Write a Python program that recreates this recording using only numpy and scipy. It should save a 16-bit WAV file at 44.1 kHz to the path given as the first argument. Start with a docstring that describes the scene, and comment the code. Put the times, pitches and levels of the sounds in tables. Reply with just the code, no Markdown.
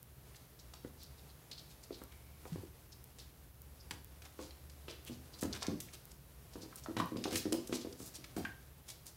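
"""A low wavering hum, steady hiss and a tiny once-a-second tick run throughout, under two kittens wrestling
on a laminate floor: claws tick, feet scuff, hard things knock, paws thump. Early on come a faint squeal
and one low double thump of a body flopping over. Fur rustle grows with the density of contacts.
Contacts are shaped noise or impulses through resonators, each with a small, fairly live room's tail."""
import sys
import numpy as np
from scipy import signal
from scipy.fft import rfft, irfft, next_fast_len
from scipy.io import wavfile
from scipy.ndimage import uniform_filter1d

SR = 44100
rng = np.random.default_rng(int(sys.argv[2]) if len(sys.argv) > 2 else 0)


def materialize(psi):
    """Save the field psi as 16-bit PCM at rate SR to the path in sys.argv[1].

    A 1-D psi becomes a single channel; in a 2-D psi each row is a channel.
    """
    bounded = np.clip(np.atleast_2d(psi).T, -1, 1)
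    quanta = np.round(bounded * 32767).astype(np.int16)
    wavfile.write(sys.argv[1], SR, quanta)


N = 403956


def undb(db):
    """Decibels to amplitude gain."""
    return 10 ** (np.asarray(db) / 20)


def seconds(length_s):
    """Time axis of the given length."""
    return np.arange(int(length_s * SR)) / SR


def lookup(points, hz):
    """Read (Hz, value) points on a log-frequency axis."""
    point_hz, value = np.transpose(points)
    return np.interp(np.log(np.maximum(hz, 1)), np.log(point_hz), value)


def colour(x, points):
    """Filter x by a curve of (Hz, dB) points."""
    size = next_fast_len(len(x))
    hz = np.arange(size // 2 + 1) * SR / size
    return irfft(rfft(x, size) * undb(lookup(points, hz)), size)[:len(x)]


def resonate(x, hz, q):
    """One resonance, gain 1 at its centre; Q is at least 0.3."""
    w = 2 * np.pi * min(hz, SR / 2 - 2000) / SR
    a = np.sin(w) / (2 * max(q, 0.3))
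    return signal.lfilter([a, 0, -a], [1 + a, -2 * np.cos(w), 1 - a], x)


def unit(x):
    """Scale to rms 1."""
    return x / np.sqrt(np.mean(x ** 2))


def crest(x, db, window_s):
    """Scale so that the loudest window has the given rms level."""
    window = max(int(window_s * SR), 2)
    power = uniform_filter1d(x ** 2, window, mode="constant")
    return x * undb(db) / np.sqrt(power.max())


def walk(rate_hz):
    """Slow smoothed random curve with a spread near 1."""
    k = int(SR / rate_hz)
    steps = np.repeat(rng.standard_normal(N // k + 1), k)
    return unit(uniform_filter1d(uniform_filter1d(steps, k), k)[:N])


def grains(size, spread_db):
    """Dense tiny slips, a few much stronger than the rest."""
    boost = np.minimum(rng.exponential(size=size), 2 * np.pi)
    return unit(rng.standard_normal(size) * undb(spread_db * boost))


def add(out, start_s, x):
    """Mix x in at the given time."""
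    i = max(int(start_s * SR), 0)
    out[i:i + len(x)] += x[:max(N - i, 0)]


# room decay: hz, t60_s
ROOM_DECAY = [(120, 0.34), (400, 0.35), (1200, 0.4), (4500, 0.46), (13000, 0.22)]
# reverberation colour: hz, level_db
ROOM_TINT = [(100, 11.5), (500, 5.5), (1500, 1), (4500, 3), (9000, 1), (15000, 11.5)]


def room_tail(onset_s=0.0054):
    """Diffuse echoes of unit energy; each band decays at its own rate, the top band fastest."""
    t = seconds(0.5)
    spectrum = rfft(colour(rng.standard_normal(len(t)), ROOM_TINT))
    hz = np.arange(len(spectrum)) * SR / len(t)
    centres_hz, t60s = np.transpose(ROOM_DECAY)
    tail = 0
    for share, t60_s in zip(np.eye(len(centres_hz)), t60s):
        band = irfft(spectrum * lookup(np.c_[centres_hz, share], hz), len(t))
        tail = tail + band * undb(-60 * t / t60_s)
    # silent until onset_s, full at twice that
    tail = tail * np.clip(t / onset_s - 1, 0, 1)
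    return tail / np.linalg.norm(tail)


def in_room(x, wet_db):
    """Direct sound plus its reverberation."""
    response = undb(wet_db) * room_tail()
    response[0] += 1
    return signal.fftconvolve(x, response)


# low hum level, before HUM_TRIM_DB: time_s, level_db
HUM_LEVEL = [(0.0, -76), (0.81, -64), (1.1, -57.5), (1.55, -75), (2.55, -58), (2.78, -66), (4.8, -55.5),
             (5.36, -61), (5.64, -60), (5.84, -69), (6.84, -68), (9.16, -67)]
# still room and microphone hiss, relative spectrum: hz, level_db_per_hz
HISS_SPECTRUM = [(30,-18), (48,-4), (66,3), (86,-11), (135,-6), (200,-21), (380,-26), (700,-29),
                 (1800,-32.5), (4500,-38), (8000,-42), (10600,-31), (14200,-29), (15800,-33)]
HUM_HZ, HUM_TRIM_DB, HISS_DB = 72.9, -2, -60


def background(drone_db=-66, drone_hz=127):
    """Steady noise hiss and rumble, a sine hum wavering in pitch and level, a narrow noise drone above."""
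    phase = 2 * np.pi * np.cumsum(HUM_HZ + 2.62 * walk(7.5)) / SR
    hum_db = np.interp(np.arange(N) / SR, *np.transpose(HUM_LEVEL)) + HUM_TRIM_DB + 2 * walk(8.6)
    hum = np.sqrt(2) * np.sin(phase) * undb(hum_db)
    drone = unit(resonate(resonate(rng.standard_normal(N), drone_hz, 2.8), drone_hz, 2.8))
    hiss = unit(colour(rng.standard_normal(N), HISS_SPECTRUM))
    return hum + undb(drone_db) * drone + undb(HISS_DB) * hiss


# fur rubbing on fur, carpet and cardboard: hz, level_db
FUR_SPECTRUM = [(150, 9), (400, 6.5), (1000, -1), (2500, -6), (4600, -7), (7500, -8.5), (12000, -7.5),
                (15500, -16)]
# calm level, rise per doubling of (1 + bustle), time over which contacts blend
CALM_DB, BUSTLE_DB, BUSTLE_S = -67.5, 2.5, 0.32


def tussle(flutter_db=1.0):
    """Two small bodies rolling over each other: a restless rustle, louder as contacts crowd together."""
    contacts, span = np.zeros(N), int(BUSTLE_S * SR)
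    for time_s, *_ in PAW_LANDINGS + CLAW_STRIKES + FOOT_SCUFFS:
        add(contacts, time_s, np.ones(1))
    per_second = SR * uniform_filter1d(uniform_filter1d(contacts, span), span)
    bustle = np.log2(1 + per_second * BUSTLE_S)
    rustle = unit(colour(grains(N, 2.53), FUR_SPECTRUM))
    return rustle * undb(CALM_DB + BUSTLE_DB * bustle + flutter_db * walk(30))


def phone_ticks(db=-46, hz=13500, q=2.3, click_db=-7):
    """The phone's electronics leave a tiny high tick about once a second, and one out of step."""
    out, impulse = np.zeros(N), 1. * (seconds(0.004) == 0)
    ring, click = unit(resonate(impulse, hz, q)), unit(resonate(impulse, 15000, 0.2))
    tick = crest(ring + undb(click_db) * click, db, 0.001)
    for start_s in [*np.arange(0.0296, N / SR, 1.00415), 3.6188]:
        add(out, start_s, tick)
    return out


def claw(db, hz, q, length_s, wet_db, crack_db=-15, snap_db=11):
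    """One claw snaps down first and the other tips follow within milliseconds: a bright, ragged tick."""
    t = seconds(0.069)
    tips = grains(len(t), 5.0) * np.exp(-(t / length_s) ** 2)
    tips[0] += undb(snap_db)
    ring = unit(resonate(resonate(tips, hz, q * 0.79), hz, q * 0.79))
    crack = unit(resonate(tips, 7300, 1.0))
    return crest(in_room(ring + undb(crack_db) * crack, wet_db), db, 0.002)


# claws striking the floor: start_s, level_db, pitch_hz, q (before claw's 0.79 factor), room_db
CLAW_STRIKES = [(0.346,-58,2470,1,-5), (0.7365,-49,4600,0.9,0.5), (1.514,-44.5,4240,1.3,-3.5),
                (3.186,-52,4550,0.62,0), (3.909,-42,3200,0.35,-6), (4.22,-53,3000,0.57,-10),
                (4.508,-52,3700,1.6,-3), (4.698,-55,4400,0.7,-2), (4.882,-47,2790,1.2,4),
                (5.4102,-45,10500,0.73,-2), (5.432,-40,6300,0.87,-6), (5.528,-37.5,4740,2,-11),
                (5.5414,-54,1800,0.84,-15), (5.628,-36,5000,1.35,-6.5), (5.667,-38.5,4730,1.1,-3),
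                (5.8027,-41,8000,0.28,-0.5), (5.885,-55,2110,1.9,-5), (6.758,-44,10000,0.68,-8),
                (6.968,-39.5,2000,0.56,3.5), (7.001,-40.5,2600,1,-15), (7.168,-47.5,4030,1.06,2),
                (7.2401,-36.5,4060,1.1,-0.5), (7.308,-45,4030,0.82,-1), (7.3555,-31.5,4500,0.2,2),
                (7.5237,-33,5300,0.58,-2), (7.673,-46,6660,0.71,-1), (7.727,-41,2500,1.1,0),
                (7.926,-51.5,4730,1.2,-9), (8.242,-46.5,2920,0.67,-5.5), (8.365,-47.5,4400,0.38,6.5),
                (8.451,-46,2600,2.3,-5)]
CLAW_LENGTH_S = 0.0078  # tips of one foot come down, decay to 1/e


def claws():
    """Claw tips tick on the floor."""
    out = np.zeros(N)
    for start_s, db, hz, q, wet_db in CLAW_STRIKES:
        add(out, start_s, claw(db, hz, q, CLAW_LENGTH_S, wet_db))
    return out


def scuff(db, hz, q, half_s, body_db=-13, wet_db=-4, catch_db=3, trim_db=-3):
    """A foot slides, catching and slipping; the lower the Q, the more the surface beneath rubs along."""
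    t = seconds(4 * half_s)
    # grip changes every 3 ms
    catches = np.repeat(rng.standard_normal(len(t)), int(0.003 * SR))[:len(t)]
    slips = grains(len(t), 1.9) * undb(catch_db * catches) * np.exp(-(t / half_s - 2) ** 2)
    rub = unit(resonate(resonate(slips, hz, q), hz, q / 4))
    body = unit(resonate(slips, 800, 0.31))
    return crest(in_room(rub + undb(body_db) / q * body, wet_db), db + trim_db, 0.019)


# feet and fur sliding: peak_s, level_db (before scuff's trim), pitch_hz, q, half_s
FOOT_SCUFFS = [(0.364,-57.5,5300,1.4,0.0089), (0.599,-56.5,5000,2.2,0.009), (1.03,-54.5,4630,2.4,0.036),
               (1.191,-62.5,4260,3.5,.021), (1.302,-62,4150,4.3,0.013), (1.53,-49.5,4200,4.5,0.0079),
               (1.589,-51,4260,3.2,.012), (1.713,-58,4400,1.2,0.019), (1.839,-54.5,5260,1.1,0.0097),
               (1.941,-53,4200,3.6,0.022), (2.123,-61,2490,0.92,.006), (2.475,-63,9050,0.66,0.038),
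               (2.538,-58,3500,0.46,0.037), (2.928,-55,5130,2.9,.01), (3.202,-53.5,4400,2.4,.013),
               (3.808,-58.5,5000,6,0.011), (4.255,-53,3430,0.1,0.02), (4.433,-53,4360,0.85,0.037),
               (4.904,-49.5,3970,1.8,.016), (5.076,-51,2980,4.5,0.014), (5.078,-51.5,6000,0.37,0.012),
               (5.133,-56.5,4530,1.8,.018), (5.341,-53,4530,3.7,.012), (5.396,-53,5160,1.4,0.0098),
               (5.42,-45,5800,0.6,0.0078), (5.556,-44.5,2500,0.12,0.022), (5.624,-47,4660,2.1,0.016),
               (5.942,-49,4600,0.32,0.01), (6.117,-56.5,5850,1.3,0.0093), (6.543,-56.5,4500,1.6,0.015),
               (6.628,-51.5,4840,2.4,0.017), (6.785,-52.5,6270,0.44,0.014), (6.842,-53,6000,1.5,0.011),
               (7.336,-40.5,3830,0.26,0.019), (7.363,-41,2820,2.4,.0065), (7.376,-37.5,6200,0.7,.013),
               (7.751,-40.5,4900,1.1,0.021), (7.817,-50.5,4200,0.98,.011), (8.02,-51,6640,0.75,0.037),
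               (8.073,-49.5,6760,0.63,0.022), (8.157,-46,5300,0.9,0.014), (8.9,-45.5,5340,0.58,.02),
               (9.076,-49.5,6000,0.67,0.017)]


def scuffs():
    """Feet and fur slide, swelling to a peak at the listed time."""
    out = np.zeros(N)
    for peak_s, db, hz, q, half_s in FOOT_SCUFFS:
        add(out, peak_s - 2 * half_s, scuff(db, hz, q, half_s))
    return out


def knock(db, hz, q, wet_db, contact_s=0.007, overtone_db=-13, trim_db=-1, linger_db=-20, linger_q=14):
    """A hard contact chatters briefly and rings a resonance with a weaker overtone; high Q rings on."""
    t = seconds(0.16)
    blow = grains(len(t), 5.06) * np.exp(-t / contact_s)
    blow[0] += 9
    ring = unit(resonate(resonate(blow, hz, q), hz, 1.0))
    overtone = unit(resonate(blow, hz * 1.3, 1.3))
    linger = q * unit(resonate(blow, hz, q * linger_q))
    mix = ring + undb(overtone_db) * overtone + undb(linger_db) * linger
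    return crest(in_room(mix, wet_db), db + trim_db, 0.0037)


# floor, skirting and furniture knocked: start_s, level_db (before knock's trim), pitch_hz, q, room_db
HARD_KNOCKS = [(0.737,-53.5,790,0.34,-1), (3.91,-39,2260,0.63,-9), (5.623,-40.5,970,0.29,4.5),
               (6.727,-52.5,1250,2.3,-2), (6.861,-41,975,0.64,-1.5), (7.0,-28,988,3.8,-2),
               (7.255,-38.5,732,6,1), (7.455,-50,560,2.3,2), (7.542,-38,505.5,7.9,-4),
               (7.726,-47,2260,4,-6), (8.376,-43.5,727,3.5,2.5), (8.451,-36,1587,5.1,-2)]


def knocks():
    """Hard things get knocked."""
    out = np.zeros(N)
    for start_s, *row in HARD_KNOCKS:
        add(out, start_s, knock(*row))
    return out


# floorboard modes, relative: hz, level_db (before a random gain per blow), t60_s
BOARD_MODES = [(95.7, 27.5, 0.092), (125, 3.5, 0.09), (240, 11.5, 0.19), (255, 4, 0.23), (335, 7.5, 0.042),
               (395, 7, 0.28), (500, 14.5, 0.046), (666, 12, 0.081), (920, -26, 0.044)]
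# nearest walls: delay_s (before jitter), level_db (plus the room share)
WALL_ECHOES = [(0.01, -5.5), (0.024, -6.5)]


def thump(db, hz, cycles, wet_db, ring_db=-3, tail_db=-3):
    """A soft pad pushes the floor for a cycle or a few; boards ring and near walls throw it back."""
    t = seconds(0.25)
    push = resonate(resonate(1. * (t == 0), hz, cycles), hz, cycles)
    ring = 0
    for mode_hz, mode_db, t60_s in BOARD_MODES:
        mode_q = np.pi * mode_hz * t60_s / np.log(1000)
        ring = ring + undb(mode_db) * rng.uniform(0.28, 3.1) * resonate(push, mode_hz, mode_q)
    blow = unit(push) + undb(ring_db) * unit(ring)
    heard = blow.copy()
    for delay_s, echo_db in WALL_ECHOES:
        lag = int(delay_s * SR * (1 + 0.068 * rng.standard_normal()))
        heard[lag:] += undb(echo_db + wet_db) * blow[:-lag]
    return crest(in_room(heard, wet_db + tail_db), db, 0.0118)


# paws on the boards: start_s, level_db, push_pitch_hz, tap_db (against push, before knock's trim)
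PAW_LANDINGS = [(0.848,-43.5,300,-8.5), (1.907,-42,380,-11.5), (2.017,-50.5,260,-1.5), (2.454,-51,380,3),
                (2.558,-44,335,-7.5), (2.634,-48,355,-23), (3.911,-51,272,6), (4.391,-45,342,-4),
                (4.882,-50,392,1), (5.097,-44,240,-16), (5.428,-35,260,-6), (5.683,-33.5,245,-20.5),
                (6.556,-46.5,284,-7), (6.632,-50,320,-13), (6.885,-41,287,-23), (6.967,-37.5,226,0),
                (7.002,-40,238,-14), (7.120,-39.5,270,-30), (7.160,-39,260,-12), (7.255,-36,330,-5.5),
                (7.326,-38,266,-9.5), (7.455,-33.5,300,-17.5), (7.524,-31,325,-14.5), (7.695,-42,273,-14),
                (7.726,-35,326,-8), (7.848,-42,308,-17), (8.003,-48,272,-6.5), (8.186,-55.5,307,-30),
                (8.366,-38,285,-11), (8.384,-42,200,-19)]
# room share of the thumps, interpolated: time_s, room_db
PAW_ROOM = [(2.5,-5), (4.4,0.5), (7.0,2), (7.55,0)]
# push length at PUSH_HZ; lower pitches get fewer cycles, higher ones more
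PUSH_CYCLES, PUSH_HZ, PUSH_SLOPE = 1.35, 300, 1.24
# ordinary tap; dB of push length per dB of softer tap
USUAL_TAP_DB, PUSH_SOFTNESS = -9.5, 0.23
TAP_HZ, TAP_Q, TAP_ROOM_DB = 946, 1.05, -0.5
# slide: peak delay, level against tap_db (before scuff's trim), pitch, sharpness, half length
SLIDE_S, SLIDE_DB, SLIDE_HZ, SLIDE_Q, SLIDE_HALF_S = 0.027, -12.5, 4400, 0.56, 0.015


def paws():
    """Each landing thumps the boards, taps the laminate and slides on a little."""
    out = np.zeros(N)
    for start_s, db, hz, tap_db in PAW_LANDINGS:
        softness = undb(PUSH_SOFTNESS * (USUAL_TAP_DB - tap_db))
        cycles = PUSH_CYCLES * (hz / PUSH_HZ) ** PUSH_SLOPE * softness
        wet_db = np.interp(start_s, *np.transpose(PAW_ROOM))
        add(out, start_s, thump(db, hz, cycles, wet_db))
        add(out, start_s, knock(db + tap_db, TAP_HZ, TAP_Q, TAP_ROOM_DB))
        slide = scuff(db + tap_db + SLIDE_DB, SLIDE_HZ, SLIDE_Q, SLIDE_HALF_S)
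        add(out, start_s + SLIDE_S - 2 * SLIDE_HALF_S, slide)
    return out


SQUEAL_S, SQUEAL_LENGTH_S, SQUEAL_RAMP_S, SQUEAL_FADE_DB_PER_S = 2.105, 0.31, 0.013, 11
SQUEAL_DB, SQUEAL_HZ, SQUEAL_ACCENT_DB, SQUEAL_SETTLE_S = -73, 2260, 5, 0.025


def squeal(q=13):
    """A thin, broken whistle of narrow noise that starts with an accent and fades."""
    t = seconds(SQUEAL_LENGTH_S)
    noise = rng.standard_normal(len(t))
    whistle = unit(resonate(resonate(noise, SQUEAL_HZ, q), SQUEAL_HZ, 2.0))
    db = SQUEAL_DB + SQUEAL_ACCENT_DB * np.exp(-t / SQUEAL_SETTLE_S) - SQUEAL_FADE_DB_PER_S * t
    return whistle * undb(db) * np.clip(np.minimum(t, t[-1] - t) / SQUEAL_RAMP_S, 0, 1)


# a body flopping over, a double thump: start_s, level_db, pitch_hz
BODY_FLOP = [(2.520,-38.5,168), (2.545,-46.5,95)]
FLOP_CYCLES, FLOP_ROOM_DB = 3.5, -5.5


def flop():
    """A body flopping over rocks the floor slowly: a low double thump of more cycles."""
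    out = np.zeros(N)
    for start_s, db, hz in BODY_FLOP:
        add(out, start_s, thump(db, hz, FLOP_CYCLES, FLOP_ROOM_DB))
    return out


def scene():
    """All contacts over the quiet room."""
    out = background() + tussle() + phone_ticks()
    out += claws() + scuffs() + knocks() + paws() + flop()
    add(out, SQUEAL_S, squeal())
    return out[None]


def record(dry):
    """The phone drops the deepest bass and cuts the top of the band."""
    bass_cut = signal.butter(5, 43, "high", fs=SR, output="sos")
    top_cut = signal.ellip(8, 0.2, 70, 15700, fs=SR, output="sos")
    return signal.sosfilt(top_cut, signal.sosfilt(bass_cut, dry))


dry = scene()
out = record(dry)
materialize(out)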